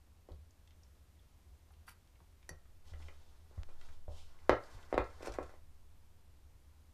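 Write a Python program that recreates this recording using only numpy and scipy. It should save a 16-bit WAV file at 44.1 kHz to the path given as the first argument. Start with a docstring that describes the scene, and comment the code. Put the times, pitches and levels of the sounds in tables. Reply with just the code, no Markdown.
"""Baking pan on a kitchen table

A quiet kitchen, heard from a phone on a stand over the table. A fork ticks, scrapes and rings a plate,
and someone steps up in slippers, the floorboards booming under the weight. A full baking pan lands on
the wooden top, rocks and is slid round, its clasp rattling. The stand sways, and a low hum lies over
the microphone hiss."""
import sys
import numpy as np
from scipy import signal
from scipy.fft import rfft, irfft
from scipy.io import wavfile
from scipy.ndimage import uniform_filter1d

SR = 44100
rng = np.random.default_rng(int(sys.argv[2]) if len(sys.argv) > 2 else 0)


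def int16_out(signal):
    """Quantize to a 16-bit WAV file."""
    q = np.round(np.clip(np.atleast_2d(signal).T, -1, 1) * 32767)
    wavfile.write(sys.argv[1], SR, q.astype(np.int16))


N = 305613


def undb(db):
    return 10 ** (np.asarray(db) / 20)


def unit(x):
    return x / np.sqrt(np.mean(x ** 2))


def band(x, hz, width_hz):
    """Two-pole resonance, gain 1 at the centre."""
    hz = min(hz, .45 * SR)
    return signal.lfilter(*signal.iirpeak(hz, max(hz / width_hz, .3), fs=SR), x)


def bands(x, peaks):
    """Parallel resonances of alternating sign."""
    return sum((-1) ** k * undb(db) * band(x, hz, width) for k, (hz, width, db) in enumerate(peaks))


def fade(t60, seconds):
    return np.exp(-np.log(1000) * np.arange(int(seconds * SR)) / SR / max(t60, .002))


def burst(t60, seconds=.1):
    return rng.standard_normal(int(seconds * SR)) * fade(t60, seconds)


def ring(modes, seconds):
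    """Impulse response of a set of decaying modes."""
    t = np.arange(int(seconds * SR)) / SR
    return sum(undb(db) * fade(t60, seconds) * np.sin(2 * np.pi * hz * t) for hz, db, t60 in modes)


def add(out, s, sound, peak_db, echo_db=0):
    """Lay a sound at a time and peak level into the direct track and the track that feeds the echo."""
    i = int(s * SR)
    sound = sound[:N - i] * undb(peak_db) / np.abs(sound).max()
    out[:, i:i + len(sound)] += sound * undb([[0], [echo_db]])


def envelope(rows, column=1):
    """Gain along a column of timed dB points, silent outside them."""
    rows = np.array(rows, float)
    return undb(np.interp(np.arange(N) / SR, rows[:, 0], rows[:, column], -140, -140))


def walk(rate):
    """Random levels held 1 / rate s and slewed; spread 1."""
    hold = int(SR / rate)
    steps = np.repeat(rng.standard_normal(N // hold + 1), hold)
    return unit(uniform_filter1d(steps, hold)[:N])


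def grit(floor, spike_share):
    """Noise with a random share of its samples spiking."""
    noise = rng.standard_normal(N)
    spikes = undb(2.5 * rng.exponential(size=N)) * (rng.random(N) < spike_share)
    return noise * (floor + spikes)


# The still kitchen at the microphone: (frequency [Hz], relative noise density [dB])
ROOM_SPECTRUM = [(26, -47.5), (45, -19), (59, -0.5), (80, 4), (93, -10), (102, -27), (137, -25.5),
                 (166, -29.5), (222, -26), (296, -25), (426, -28.5), (529, -28.5), (1020, -29.5),
                 (1430, -33.5), (14500, -41.5)]
ROOM_DB, HUM_DB = -63.5, -68

def room_tone():
    """Microphone hiss and room tone, with a wavering low hum."""
    hz = np.maximum(np.fft.rfftfreq(N, 1 / SR), 1)
    points_hz, points_db = np.array(ROOM_SPECTRUM).T
    colour = undb(np.interp(np.log(hz), np.log(points_hz), points_db))
    tone = unit(irfft(rfft(rng.standard_normal(N)) * colour, N)) * undb(0.23 * walk(1.7))
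    hum = unit(band(rng.standard_normal(N), hz=72.7, width_hz=19.8))
    return undb(ROOM_DB) * tone + undb(HUM_DB) * hum


# Sway of the stand that holds the microphone: (time [s], level [dB])
STAND_SWAY = [(0, -69.5), (2.3, -75), (2.5, -63.5), (3.05, -49.5), (3.5, -63), (3.69, -41), (4.2, -46),
              (4.55, -55.5), (5.7, -54.5), (6.93, -68.5)]
SWAY_HZ, HEAVY_STEP_S = 8.7, 3.6
RUMBLE_DB, JOLT_RE_BOOM_DB = -69.5, -5

def stand():
    """The phone rocks at one slow rate; a rumble comes up the leg and swells after each floor boom."""
    t = np.arange(N) / SR
    sway = np.sqrt(2) * np.sin(2 * np.pi * SWAY_HZ * (t - HEAVY_STEP_S))
    rumble = unit(band(band(rng.standard_normal(N), 33, 22), 33, 22))
    jolt = (1 - fade(.05, 1)) * fade(0.18, 1)
    jolts = np.zeros((2, N))
    for s, db, *_ in FLOOR_BOOMS:
        add(jolts, s, jolt, db + JOLT_RE_BOOM_DB)
    return envelope(STAND_SWAY) * sway + (undb(RUMBLE_DB) + jolts[0]) * rumble


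# Pan, elbow and heel on wood: (time [s], peak [dB], contact [ms], crack re peak [dB])
WOOD_BLOWS = [(0.2879, -46, 0.48, -20), (2.493, -46, 0.33, -35), (2.936, -51.5, .15, -27),
              (3.002, -56.5, .2, -30), (3.0856, -49.5, 0.13, -23), (3.511, -56, 0.53, -30),
              (3.578, -53, 0.22, -44), (3.689, -52, 0.25, -15), (4.4946, -9.5, 0.29, -22),
              (4.53, -24.5, 0.38, -38.5), (4.927, -23, 0.35, -27), (4.942, -22.5, 0.41, -23),
              (4.953, -38, 0.32, -34), (4.9786, -16, 0.28, -24.5), (5.207, -44.5, 0.45, -30),
              (5.229, -37.5, 0.46, -16), (5.2723, -31.5, 0.3, -18), (5.281, -31, 0.55, -34),
              (5.3863, -25, 0.36, -30), (5.494, -50.5, 0.26, -34), (5.539, -49.5, 0.28, -38.5)]
# The wooden top below the microphone: (frequency [Hz], relative level [dB], t60 [s])
TABLETOP_MODES = [(313, -11.5, 0.031), (390, -19.5, 0.046), (501, -2.5, 0.011), (554, -10, 0.034),
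                  (631, -9.5, 0.045), (732, -4.5, 0.022), (920, -9, 0.021), (1116, -9, 0.033),
                  (1258, -7.5, 0.033), (1338, -8, 0.051), (1496, -12.5, .025), (1660, -6, 0.03),
                  (1880, -1, .02), (2083, -4, 0.026), (2414, -4.5, 0.022), (2620, -12.5, 0.0081),
                  (2910, -13, .015), (3220, -10.5, 0.013), (3500, -9.5, .012), (3850, -10.5, 0.016),
                  (4050, -13.5, .01), (4750, -18.5, 0.014)]
TABLE_EDGE_HZ = 333  # the top is too small to radiate below this
SPOT_DB = 2.5  # every blow lands elsewhere and wakes the modes unevenly
PAN_FROM_S, PAN_ECHO_DB, FAR_ECHO_DB = 4.4, -0.5, 4.9  # the pan is right under the phone: less echo

def knocks():
    """A rounded push, longer for softer contact, rings the table top; the hard rim adds a short crack."""
    out = np.zeros((2, N))
    low_cut = signal.butter(4, TABLE_EDGE_HZ, "high", fs=SR, output="sos")
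    ms = np.arange(SR // 100) / SR * 1000
    spots = SPOT_DB * rng.standard_normal((len(WOOD_BLOWS), len(TABLETOP_MODES)))
    for (s, db, contact_ms, crack_db), spot in zip(WOOD_BLOWS, spots):
        echo_db = PAN_ECHO_DB if s > PAN_FROM_S else FAR_ECHO_DB
        modes = [(hz, level + shift, t60) for (hz, level, t60), shift in zip(TABLETOP_MODES, spot)]
        push = ms ** 3 * np.exp(-3 * ms / contact_ms)
        wood = signal.fftconvolve(ring(modes, .2), push)
        add(out, s, signal.sosfilt(low_cut, wood), db, echo_db)
        crack = band(band(burst(t60=0.019, seconds=.05), 3000, 4000), 3000, 4000)
        add(out, s, crack, db + crack_db, echo_db)
    return out


# Floorboards and table frame under the stand:
# (time [s], peak [dB], frequency [Hz], t60 [s], octave re fundamental [dB])
FLOOR_BOOMS = [(0.311, -48.5, 81.6, 0.25, -11.5), (0.379, -52.5, 78.5, 0.4, -20),
               (2.211, -61.5, 168.6, 0.059, -5.5), (2.503, -47.5, 77, 0.12, -1),
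               (2.918, -44, 75.35, 0.9, -41), (3.577, -36.5, 81, 0.12, -23),
               (4.082, -43, 76.3, 0.33, -24.5), (4.493, -35, 54, 0.29, 0.5), (4.746, -48, 91, 0.17, -34),
               (4.932, -39.5, 49.3, 0.23, -7.5), (4.982, -33, 49.2, 0.215, -6.5),
               (5.282, -47, 52.8, 0.79, -7.5), (5.393, -47.5, 70.7, 0.34, -13.5)]

def floor_booms():
    """Weight comes onto the boards over a few hundredths of a second and they ring low."""
    out = np.zeros((2, N))
    rise = 1 - fade(0.044, 1)
    for s, db, hz, t60, octave_db in FLOOR_BOOMS:
        add(out, s, rise * ring([(hz, 0, t60), (2 * hz, octave_db, t60)], 1), db)
    return out[0]


# Cutlery, pan and joints around the table: (time [s], peak [dB], centre [Hz], width / centre [ratio])
SMALL_TICKS = [(0.319, -58, 3870, 0.87), (.508, -59, 6360, 0.65), (.675, -57, 3400, 0.83),
               (0.7076, -59, 2980, 0.94), (0.833, -60, 5600, 0.22), (1.192, -67.5, 3460, 0.22),
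               (1.705, -60, 930, 0.78), (1.7215, -61, 10900, 0.48), (1.738, -62, 3480, 0.69),
               (1.876, -53, 960, 0.46), (1.88, -46, 1390, 0.47), (1.902, -70, 2340, .2),
               (2.0745, -61, 3430, 1.6), (2.155, -65, 1950, 0.79), (2.203, -57.5, 875, 0.74),
               (2.428, -59.5, 2120, 1.1), (2.655, -62.5, 1200, 0.97), (2.936, -54.5, 1760, 0.79),
               (3.024, -56, 2480, 0.58), (3.0839, -47, 1880, 0.84), (3.8122, -49, 1790, 1.13),
               (3.888, -54.5, 1750, 0.91), (4.388, -60, 2200, 0.57), (4.637, -55.5, 4500, 0.47),
               (4.828, -54, 3300, 0.8), (5.0425, -56.5, 4500, 0.63)]

def ticks():
    """Each tick is a burst of noise with its own colour; wider ticks die sooner."""
    out = np.zeros((2, N))
    for s, db, hz, width_ratio in SMALL_TICKS:
        width_hz = hz * width_ratio
        noise = burst(t60=.03 * (1000 / width_hz) ** .5)
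        add(out, s, band(band(noise, hz, width_hz), hz, width_hz), db, echo_db=-4)
    return out


# Fork drawn over the plate, close to the microphone: (time [s], level [dB])
FORK_STROKE = [(1.868, -68), (1.88, -63.5), (1.892, -55), (1.903, -65), (1.915, -63), (1.938, -78)]
# What the tines ring: (centre [Hz], width [Hz], gain [dB])
FORK_RESONANCES = [(885, 64, -12), (1400, 193, -10), (2350, 110, -6), (3020, 500, -10.5), (4635, 55, -3.5),
                   (5600, 240, -12), (8200, 84, -13), (9460, 270, -11), (10260, 150, -10),
                   (11800, 250, -11), (12580, 200, -19), (13950, 300, -16)]
FORK_ECHO_DB = -11.5  # close up, so little echo

def fork_scrape():
    """The tines stick and slip on the plate in uneven clicks."""
    slips = grit(floor=.7, spike_share=.05)
    scrape = unit(bands(slips, FORK_RESONANCES) + undb(-21.5) * slips)
    return envelope(FORK_STROKE) * scrape * undb([[0], [FORK_ECHO_DB]])


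# Fork striking the plate, just as close: (time [s], peak [dB])
FORK_CLINKS = [(2.4921, -34)]
# The plate's ring: (frequency [Hz], relative level [dB], t60 [s])
PLATE_MODES = [(1893, 14.5, 0.051), (1860, -7.5, 0.44), (2471, -12, 0.1), (4595, -1, 0.11),
               (5630, -5, 0.14), (5780, 10.5, 0.03), (6100, 4, 0.068), (6900, -4, 0.06), (7500, 5, 0.029),
               (8400, -16, 0.052), (9070, 5.5, 0.032), (10860, 0.5, 0.074), (12400, -30, .03),
               (14200, -21, .02)]

def fork_clink():
    """The fork hits with a bright crack and leaves the plate ringing."""
    out = np.zeros((2, N))
    for s, db in FORK_CLINKS:
        add(out, s, ring(PLATE_MODES, .4), db, FORK_ECHO_DB)
        crack = band(burst(t60=.014), hz=5400, width_hz=16000)
        add(out, s, crack, db - 9, FORK_ECHO_DB)
    return out


# Slippers and cloth coming up to the table: (peak time [s], hiss [dB], dull scuff [dB], fall time [s])
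SLIPPER_SCUFFS = [(2.878, -69.5, -67.5, 0.073), (3.017, -70, -68, 0.11), (3.216, -77, -76.5, 0.25),
                  (3.54, -79.5, -76, 0.16), (3.705, -79.5, -78, 0.095), (3.838, -70, -69, 0.12),
                  (4.14, -66.5, -69, 0.12), (4.402, -76.5, -71.5, 0.36)]
# The pan sliding under the microphone, one list a slide: (time [s], hiss [dB], dull scuff [dB])
PAN_SLIDES = [
    [(4.60, -77, -71), (4.74, -65.5, -61.5), (4.80, -73.5, -66.5), (4.835, -67.5, -66.5),
     (4.88, -77.5, -71.5), (4.92, -65, -59)],
    [(5.04, -73, -65), (5.12, -71.5, -66), (5.18, -73, -68.5), (5.27, -57, -48), (5.31, -71, -70),
     (5.35, -58, -49.5), (5.38, -79, -82), (5.44, -70.5, -65), (5.56, -79, -72), (5.61, -92.5, -87)],
]
# Dull and bright colours of the friction: (centre [Hz], width [Hz], gain [dB])
SCUFF_BANDS = [(636, 1400, 4.5), (1770, 1800, 3.5)]
HISS_BANDS = [(3800, 7730, 6.5), (6830, 8800, -4.5)]
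SCUFF_RISE = 0.36  # rise time over fall time

def rubbing():
    """Slippers, cloth and the sliding pan: grainy friction through upper and lower resonances."""
    friction = grit(floor=1, spike_share=.01)
    hiss = unit(bands(bands(friction, HISS_BANDS), HISS_BANDS)) * undb(1.5 * walk(70))
    scuff = unit(bands(friction, SCUFF_BANDS)) * undb(1.5 * walk(70))
    out = sum(envelope(slide, 1) * hiss + envelope(slide, 2) * scuff for slide in PAN_SLIDES)
    t = np.arange(N) / SR
    for s, hiss_db, scuff_db, fall_s in SLIPPER_SCUFFS:
        swell = np.exp(-np.maximum((t - s) / fall_s, (s - t) / (SCUFF_RISE * fall_s)) ** 2)
        out += swell * (undb(hiss_db) * hiss + undb(scuff_db) * scuff)
    return out


def phone_click(s=3.6336, peak_db=-36.5, width_ms=.055):
    """A single dry click in the phone itself: one narrow negative pulse."""
    ms = (np.arange(N) / SR - s) * 1000
    return -undb(peak_db) * np.exp(-(ms / width_ms) ** 2)


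# Something hollow, off microphone: (frequency [Hz], relative level [dB], t60 [s])
HOLLOW_MODES = [(495, 3, 0.066), (560, 6, 0.055), (601, 11, 0.053), (690, 1, 0.07), (860, -19, .06)]

def hollow_tok(s=4.0806, peak_db=-43):
    """A bump rings the hollow body with a slightly rounded onset."""
    out = np.zeros((2, N))
    rise = 1 - fade(0.0015, .2)
    add(out, s, rise * ring(HOLLOW_MODES, .2), peak_db, FAR_ECHO_DB)
    return out


# The pan's clasp, close under the microphone: (time [s], peak [dB])
CLASP_RATTLES = [(5.224, -49), (5.229, -50.5), (5.252, -50), (5.259, -43), (5.272, -40.5), (5.278, -44),
                 (5.321, -47.5), (5.339, -44), (5.355, -57), (5.429, -52), (5.436, -57)]
# What the clasp rings: (centre [Hz], width [Hz], gain [dB])
CLASP_RESONANCES = [(2460, 220, 5.5), (3800, 580, -1), (5600, 700, 0.1), (8400, 700, -5),
                    (10100, 1400, -16), (11800, 1200, -18)]

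def clasp():
    """Each rattle is a short burst of noise through the clasp's resonances."""
    out = np.zeros((2, N))
    for s, db in CLASP_RATTLES:
        noise = burst(t60=.028)
        add(out, s, bands(noise, CLASP_RESONANCES) + undb(-19.5) * noise, db, echo_db=-9)
    return out


# The kitchen walls, heard from over the table: (centre [Hz], t60 [s], relative level [dB])
ECHO_BANDS = [(290, 0.22, -12.5), (737, 0.27, -9.5), (1620, 0.3, -6.5), (2834, 0.22, 2.5),
              (6000, 0.073, -5.5), (11240, .15, -1)]
ECHO_GAIN_DB, FIRST_WALL_MS = -37.5, 0.9

def kitchen_echo(direct, sent):
    """The direct sound plus a diffuse echo that starts at the first wall and dies sooner in the treble."""
    ms = np.arange(int(.6 * SR)) / SR * 1000
    tail = sum(undb(db) * fade(t60, .6) * unit(band(rng.standard_normal(len(ms)), hz, hz))
               for hz, t60, db in ECHO_BANDS)
    onset = 1 - np.exp(-(ms / FIRST_WALL_MS) ** 2)
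    return direct + undb(ECHO_GAIN_DB) * signal.fftconvolve(sent, tail * onset)[:N]


def scene():
    """Mono, from over the table; the click, booms, stand and room tone get no echo."""
    sources = knocks() + ticks() + clasp() + hollow_tok() + fork_clink() + fork_scrape() + rubbing()
    return (kitchen_echo(*sources) + phone_click() + floor_booms() + stand() + room_tone())[None]


def record(dry):
    """The phone cuts the treble steeply above 14.6 kHz."""
    return signal.sosfilt(signal.ellip(8, .2, 60, 14600, fs=SR, output="sos"), dry)


dry = scene()
out = record(dry)
int16_out(out)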